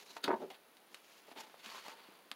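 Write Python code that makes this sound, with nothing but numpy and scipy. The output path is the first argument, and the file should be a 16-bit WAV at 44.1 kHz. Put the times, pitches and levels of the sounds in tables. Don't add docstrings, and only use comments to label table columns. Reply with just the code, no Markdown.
import sys
import numpy as np
from scipy import signal
from scipy.fft import rfft, irfft
from scipy.io import wavfile
from scipy.ndimage import uniform_filter1d

SR = 44100
rng = np.random.default_rng(int(sys.argv[2]) if len(sys.argv) > 2 else 0)


def natural_amplitude(level_db):
    exponent = np.asarray(level_db, float) / 20
    return 10 ** exponent


def transcribe(u):
    v = np.clip(np.atleast_2d(u).T, -1, 1)
    q = np.round(v * 32767).astype(np.int16)
    wavfile.write(sys.argv[1], SR, q)


N = 103635


def evened(x):
    return x / np.sqrt(np.mean(x ** 2) + 1e-20)


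def coloured(x, points):
    f, db = np.transpose(points)
    hz = np.fft.rfftfreq(len(x), 1 / SR)
    gain = natural_amplitude(np.interp(np.log(hz + 1), np.log(f), db))
    return evened(irfft(rfft(x) * gain, len(x)))


def rings(x, body):
    total = 0
    for k, (hz, width, db) in enumerate(body):
        mode = signal.lfilter(*signal.iirpeak(hz, hz / max(width, 10), SR), x)
        total = total + (-1) ** k * natural_amplitude(db) * mode
    return evened(total)


def along(curve, column):
    return np.interp(np.arange(N) / SR, [r[0] for r in curve], [r[column] for r in curve])


def window(curve, edge_s=0.00079):
    t = np.arange(N) / SR
    to_end = np.minimum(t - curve[0][0], curve[-1][0] - t)
    return natural_amplitude(along(curve, 1)) * np.clip(to_end / edge_s + .5, 0, 1)


def grit(per_s, spread_db):
    draw = rng.random((N, 3))
    happens = draw[:, 0] < per_s / SR
    size = natural_amplitude(-spread_db * np.log(draw[:, 2] + 0.028))
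    return happens * np.sign(draw[:, 1] - .5) * size


def add(mix, s, sound):
    part = mix[round(s * SR):][:len(sound)]
    part += sound[:len(part)]


# [f/Hz, level/dB per Hz]
HISS_COLOUR = [(25, -27), (90, -33), (200, -11), (400, -5), (4300, -17.5), (5500, -23.5), (10500, -22.5),
               (16000, -22.5)]
HISS_DB = -65
DIP_HZ, DIP_WIDTH_HZ, DIP_DB = 7900, 1000, -6
TICK_PER_S, TICK_DB, TICK_HZ, TICK_T60_S = 59.84, -58, 10060, 0.0022


def hiss():
    hz = np.fft.rfftfreq(N, 1 / SR)
    dip = natural_amplitude(DIP_DB * np.exp(-((hz - DIP_HZ) / DIP_WIDTH_HZ) ** 2))
    noise = coloured(rng.standard_normal(N), HISS_COLOUR)
    out = natural_amplitude(HISS_DB) * evened(irfft(rfft(noise) * dip, N))
    t = np.arange(200) / SR
    tone = np.sin(2 * np.pi * TICK_HZ * t)
    for s, size in zip(np.arange(0, N / SR, 1 / TICK_PER_S), rng.standard_normal(200)):
        add(out, s, natural_amplitude(TICK_DB + 3.2 * size - 60 * t / TICK_T60_S) * tone)
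    return out


ROOM_DB, ROOM_T60_S = -16.5, 0.12


def room(x):
    taps = np.zeros(SR // 2)
    at = np.arange(200, SR // 2 - 20, 20)
    taps[at + rng.integers(0, 20, len(at))] = rng.choice([-1., 1.], len(at))
    hz, t, z = signal.stft(taps, SR, nperseg=256)
    decay = natural_amplitude(-60 * t / ROOM_T60_S * (0.5 + hz[:, None] / 5000))
    tail = signal.istft(z * decay, SR, nperseg=256)[1]
    return signal.fftconvolve(x, tail / np.linalg.norm(tail))[:N]


# [t/s, peak level/dB, f/Hz, t60/s]
BUMPS = [
    (.167, -43, 900, .05),
    (.241, -44, 290, .07),
    (.278, -34, 290, .05),
    (.267, -45, 400, .03),
    (1.283, -56, 450, .05),
    (1.315, -49, 270, .04),
    (1.664, -53, 225, .07),
    (2.085, -55, 200, .1),
    (2.316, -53, 290, .05),
]


def knocks():
    out, t = np.zeros(N), np.arange(5000) / SR
    chance = rng.standard_normal((len(BUMPS), 5000))
    for (s, db, hz, t60), noise in zip(BUMPS, chance):
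        upper = .5 * np.sin(2 * np.pi * hz * 1.38 * t) * natural_amplitude(-40 * t / t60)
        ring = np.sin(2 * np.pi * hz * t) + upper
        puff = evened(signal.lfilter(*signal.butter(2, hz * 3, fs=SR), noise))
        body = ring + .8 * puff * natural_amplitude(-60 * t / t60)
        add(out, s, natural_amplitude(db - 60 * t / t60) * body * np.clip(t / .003, 0, 1))
    return out


# [t/s, peak level/dB, f/Hz, sharp edge level/dB, tail level/dB]
RELEASES = [(.0633, -50, 2500, -3, -12), (.1645, -46, 900, -6, -6), (.1672, -35, 950, -1, -10),
            (.168, -43, 6000, -6, -14), (.2058, -54, 1500, -10, -12), (.279, -25, 1050, -40, -22),
            (.2806, -31, 1700, -40, -20), (.2812, -39, 2700, -40, -24), (.2935, -30, 750, -50, -24),
            (.3064, -22.5, 520, -50, -24), (.3385, -30, 650, -50, -24), (.3405, -33, 1000, -50, -26),
            (.769, -48, 3000, 3, -12), (.9448, -38, 2600, 7, -9), (1.3148, -44, 800, -12, -7),
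            (1.4975, -53, 900, -12, -6), (1.5425, -47, 680, -14, -11), (1.6606, -35.5, 3200, -20, -14),
            (1.6915, -45, 1200, -20, -10), (1.7475, -43, 1100, -8, -10), (1.7815, -44, 1100, -10, -10),
            (1.7007, -42, 4400, -20, -12), (1.8826, -38, 900, 5, -9), (1.884, -43, 4500, -4, -16),
            (1.8955, -45, 1000, -8, -10), (2.31538, -26.5, 3300, -4, -19), (2.3168, -43, 1000, -40, -14),
            (2.3252, -48, 1200, -10, -14)]
# [f/Hz, level/dB per Hz]
CRISP_COLOUR = [(200, -14.5), (1100, -11), (2000, -7), (3500, -4), (5000, -4.5), (5800, -14),
                (12000, -14.5), (16000, -49)]
SNAP_CYCLES, SNAP_T60_S = 1.1, .042


def snaps():
    out, t = np.zeros(N), np.arange(3000) / SR
    crisp = coloured(rng.standard_normal(N), CRISP_COLOUR)
    for s, db, hz, edge_db, tail_db in RELEASES:
        onset = np.sin(np.pi / 2 * np.minimum(3 * t * hz, 1)) ** 2
        ring = 1.6 * np.sin(2 * np.pi * hz * t) * onset * np.exp(-(t * hz / SNAP_CYCLES) ** 2)
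        edge = natural_amplitude(edge_db) * np.cos(2 * np.pi * 7000 * t) * np.exp(-t * SR / 1.5)
        dull = signal.butter(2, min(hz * hz / 450, 18000), fs=SR)
        colour = signal.lfilter(*dull, crisp[round(s * SR) - 2000:][:3000])
        tail = natural_amplitude(tail_db - 60 * t / SNAP_T60_S) * np.clip(t / 0.00025, 0, 1) * evened(colour)
        add(out, s, natural_amplitude(db) * (ring + edge + tail))
    return signal.lfilter(*signal.butter(1, [250, 13000], "band", fs=SR), out)


# [t/s, level/dB, table thrum from weight/dB, fizz from speed/dB]
PAGE_STROKE = [(0, -59.5, -13, 4), (.022, -61, -2.5, 8), (.05, -69, -23, 4), (.062, -68, -5, 14),
               (.088, -66.5, -6, 1), (0.107, -60.5, -3.5, 7.5), (.14, -65.5, -6, 7), (.158, -65.5, -2.5, 8),
               (.172, -62.5, 0, 11), (0.227, -90, 12, -13)]
AIRING_STROKE = [(0.249, -54, 6.5, -7), (.3, -63.5, 9, -8), (.39, -72, 7, 2), (.43, -65, -9, -2),
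                 (.47, -70, -7, 1), (.5, -78, -8, 0)]
SETTLE_STROKE = [(0.501, -67, 8, 7), (0.504, -50, -1.5, -14), (0.52, -61.5, 7, 1), (0.529, -63, 1, -10),
                 (0.551, -59.5, -30, -13), (.585, -80, -13, -16)]
FINGER_STROKE = [(.86, -83, -23, -8), (0.931, -68.5, 4.5, 7.5), (1., -71.5, -59, 4), (1.179, -65.5, -2, 5),
                 (1.23, -73, -60, 3), (1.285, -66.5, 6, -3), (1.31, -66, -7, 0), (1.322, -63.5, 1, 0),
                 (1.346, -76, 2, -4)]
NUDGE_STROKE = [(1.355, -69, 3, -8), (1.365, -60, 8, -15), (1.377, -53.5, 3, -6), (1.408, -52, -3.5, 7),
                (1.427, -60.5, -2.5, -5), (1.487, -70, 5, 1), (1.609, -64, -13, -1)]
SLIDE_STROKE = [(1.599, -68, -35, 0), (1.64, -58, -12, 0), (1.657, -55, -8, 0), (1.665, -56, -5, 0),
                (1.685, -54, -6, 0), (1.7, -54, -12, 0), (1.722, -55.5, 0, 0), (1.757, -52, -4, 0),
                (1.8, -57.5, -4, 0.0098), (1.839, -61, -25, 0)]
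SHOVE_STROKE = [(1.839, -60, -12, 3), (1.864, -50.5, 0, -2.5), (1.877, -56.5, -4, -1),
                (1.894, -56.5, -1.5, 2.5), (1.949, -64, 0.5, -6), (2.03, -63, -7.5, -15),
                (2.15, -67.5, 0.5, -10), (2.3, -80, 2, -14), (2.35, -78, -1, -7)]
# [table f/Hz, width/Hz, level/dB, cover f/Hz, level/dB]
STROKE_BODIES = [
    (950, 61, 0, 4040, -8),
    (900, 140, -10, 3500, -24),
    (750, 84, 2.5, 2100, -18),
    (800, 51, -7, 2800, -19),
    (872, 31, 8, 3600, -19.5),
    (1037, 105, 7, 4400, -17),
    (940, 260, -1, 4500, -19),
]
# [f/Hz, width/Hz, level/dB]
TABLE_MODES = [(227, 160, -7), (330, 120, -1.5), (630, 270, -8.5), (1480, 170, -21)]
# [f/Hz, level/dB per Hz]
SHEEN_COLOUR = [(300, -8), (1000, -1), (1600, 2.5), (3000, 3.5), (4700, -2), (5500, -20), (9000, -17.5)]
# [f/Hz, level/dB per Hz]
FIZZ_COLOUR = [(3000, -37), (5200, 7), (7000, 4.5), (8200, -8.5), (11000, -5), (16000, -24)]
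FIZZ_DB = -10.5
GRIT_PER_S, GRIT_SPREAD_DB, CLUMP_DB = 9000, 2.5, 2.
COVER_WIDTH_HZ, COVER_WANDER_DB = 250, 4


def rubbing():
    clumps = evened(uniform_filter1d(uniform_filter1d(rng.standard_normal(N), 300), 300))
    slips = evened(grit(GRIT_PER_S, GRIT_SPREAD_DB) * natural_amplitude(CLUMP_DB * clumps))
    wander = evened(uniform_filter1d(clumps[::-1], size=1500))
    sheen = coloured(slips, SHEEN_COLOUR)
    fizz = coloured(slips, FIZZ_COLOUR)
    strokes = (PAGE_STROKE, AIRING_STROKE, SETTLE_STROKE, FINGER_STROKE,
               NUDGE_STROKE, SLIDE_STROKE, SHOVE_STROKE)
    out = np.zeros(N)
    for stroke, (low_hz, width, low_db, hz, db) in zip(strokes, STROKE_BODIES):
        cover = natural_amplitude(db + COVER_WANDER_DB * wander) * rings(slips, [(hz, COVER_WIDTH_HZ, 0)])
        thrum = natural_amplitude(along(stroke, 2)) * rings(slips, TABLE_MODES + [(low_hz, width, low_db)])
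        speed = natural_amplitude(FIZZ_DB + along(stroke, 3))
        out += window(stroke) * (sheen + cover + thrum + speed * fizz)
    return out


# [t/s, level/dB, top edge f/Hz]
FLOP_AIR = [(.2745, -51, 600), (.2785, -37.5, 600), (.282, -36, 900), (.287, -30.5, 690),
            (.296, -34.5, 800), (.303, -33, 1480), (.309, -30.5, 1490), (.316, -32.5, 1400),
            (.324, -36.5, 900), (.34, -32, 800), (.36, -47.5, 750), (.392, -63, 600)]
# [t/s, level/dB, top edge f/Hz]
BOUNCE_AIR = [(.392, -69, 600), (0.403, -49.5, 680), (0.428, -42, 750), (0.448, -45, 657),
              (.47, -62.5, 564), (0.501, -66, 500)]
# [f/Hz, width/Hz, level/dB]
FLOP_COVER = [(167, 67, -14.5), (247.6, 36, -2.5), (361, 42, 1.5), (435, 53, -1), (650, 150, -3.5),
              (935, 48, 5.5), (1190, 150, -4.5), (1570, 200, 0), (2170, 680, -5.5)]
# [f/Hz, width/Hz, level/dB]
FLAT_COVER = [(177, 72, -12.5), (251, 36, -5.5), (373, 45, 1), (550, 130, -3), (733, 76, -1.5),
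              (846, 55, -0.5), (1020, 60, -4), (1440, 240, -4)]
FLUTTER_PER_S = 700


def flop():
    flutter = evened(grit(FLUTTER_PER_S, 3.8)) + 0.29 * rng.standard_normal(N)
    out = np.zeros(N)
    for curve, cover in ((FLOP_AIR, FLOP_COVER), (BOUNCE_AIR, FLAT_COVER)):
        hz, t, z = signal.stft(rings(flutter, cover), SR, nperseg=256, noverlap=224)
        edge_hz = np.interp(t, [r[0] for r in curve], [r[2] for r in curve])
        gap = 1 / (1 + (hz[:, None] / edge_hz) ** 3.5)
        dull = signal.istft(z * gap, SR, nperseg=256, noverlap=224)[1][:N]
        out += window(curve) * dull / np.sqrt(uniform_filter1d(dull ** 2, size=500) + 1e-9)
    return out


# [f/Hz, level/dB per Hz]
RIP_COLOUR = [(150, -23), (290, -9), (560, 0), (900, -26), (1500, -7), (2300, -8.5), (4800, -3),
              (5700, -29)]
# [f/Hz, width/Hz, level/dB]
RIP_MODES = [(3700, 130, -4), (4630, 140, -1.5), (1430, 120, -3.5)]
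# [f/Hz, level/dB per Hz]
SPIT_COLOUR = [(5000, -26), (6400, 7), (8000, -11), (10400, -1), (12000, -18), (14500, -21), (16000, -27)]
RIP_S, RIP_DB, RISE_S, HOLD_S, FALL_T60_S = .24, -36.5, 0.0047, 0.0054, 0.029
RATTLE_DB, RATTLE_T60_S = -6, 0.11
SPIT_DB, SPIT_HOLD_S, SPIT_T60_S, SPIT_RATTLE_DB = -11.5, 0.0037, 0.0086, -10


def rip():
    t = np.arange(N) / SR - RIP_S
    after = np.maximum(t - HOLD_S, 0)
    late = np.maximum(t - SPIT_HOLD_S, 0)
    rise = np.exp(np.minimum(t, 0) / RISE_S) * np.clip(0.46 + t / 0.0038, .35, 1)
    fall = natural_amplitude(-60 * after / FALL_T60_S) + natural_amplitude(RATTLE_DB - 60 * after / RATTLE_T60_S)
    spit = natural_amplitude(-60 * late / SPIT_T60_S) + natural_amplitude(SPIT_RATTLE_DB - 60 * late / RATTLE_T60_S)
    slips = grit(12000, 2.)
    body = evened(coloured(slips, RIP_COLOUR) + .7 * rings(slips, RIP_MODES))
    treble = natural_amplitude(SPIT_DB) * spit * coloured(slips, SPIT_COLOUR)
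    return natural_amplitude(RIP_DB) * rise * (fall * body + treble)


def scene():
    book = rubbing() + flop() + rip() + snaps() + knocks()
    port = signal.butter(4, 150, "high", fs=SR, output="sos")
    heard = signal.sosfilt(port, book + natural_amplitude(ROOM_DB) * room(book))
    return (heard + hiss())[None]


def roll_off(x):
    return signal.sosfilt(signal.butter(12, 16460, fs=SR, output="sos"), x)


def record(dry):
    edge = signal.firwin(511, 15850, window=("kaiser", 9), fs=SR)
    mix = signal.oaconvolve(dry, edge[None], "same")
    return roll_off(mix)


dry = scene()
out = record(dry)
transcribe(out)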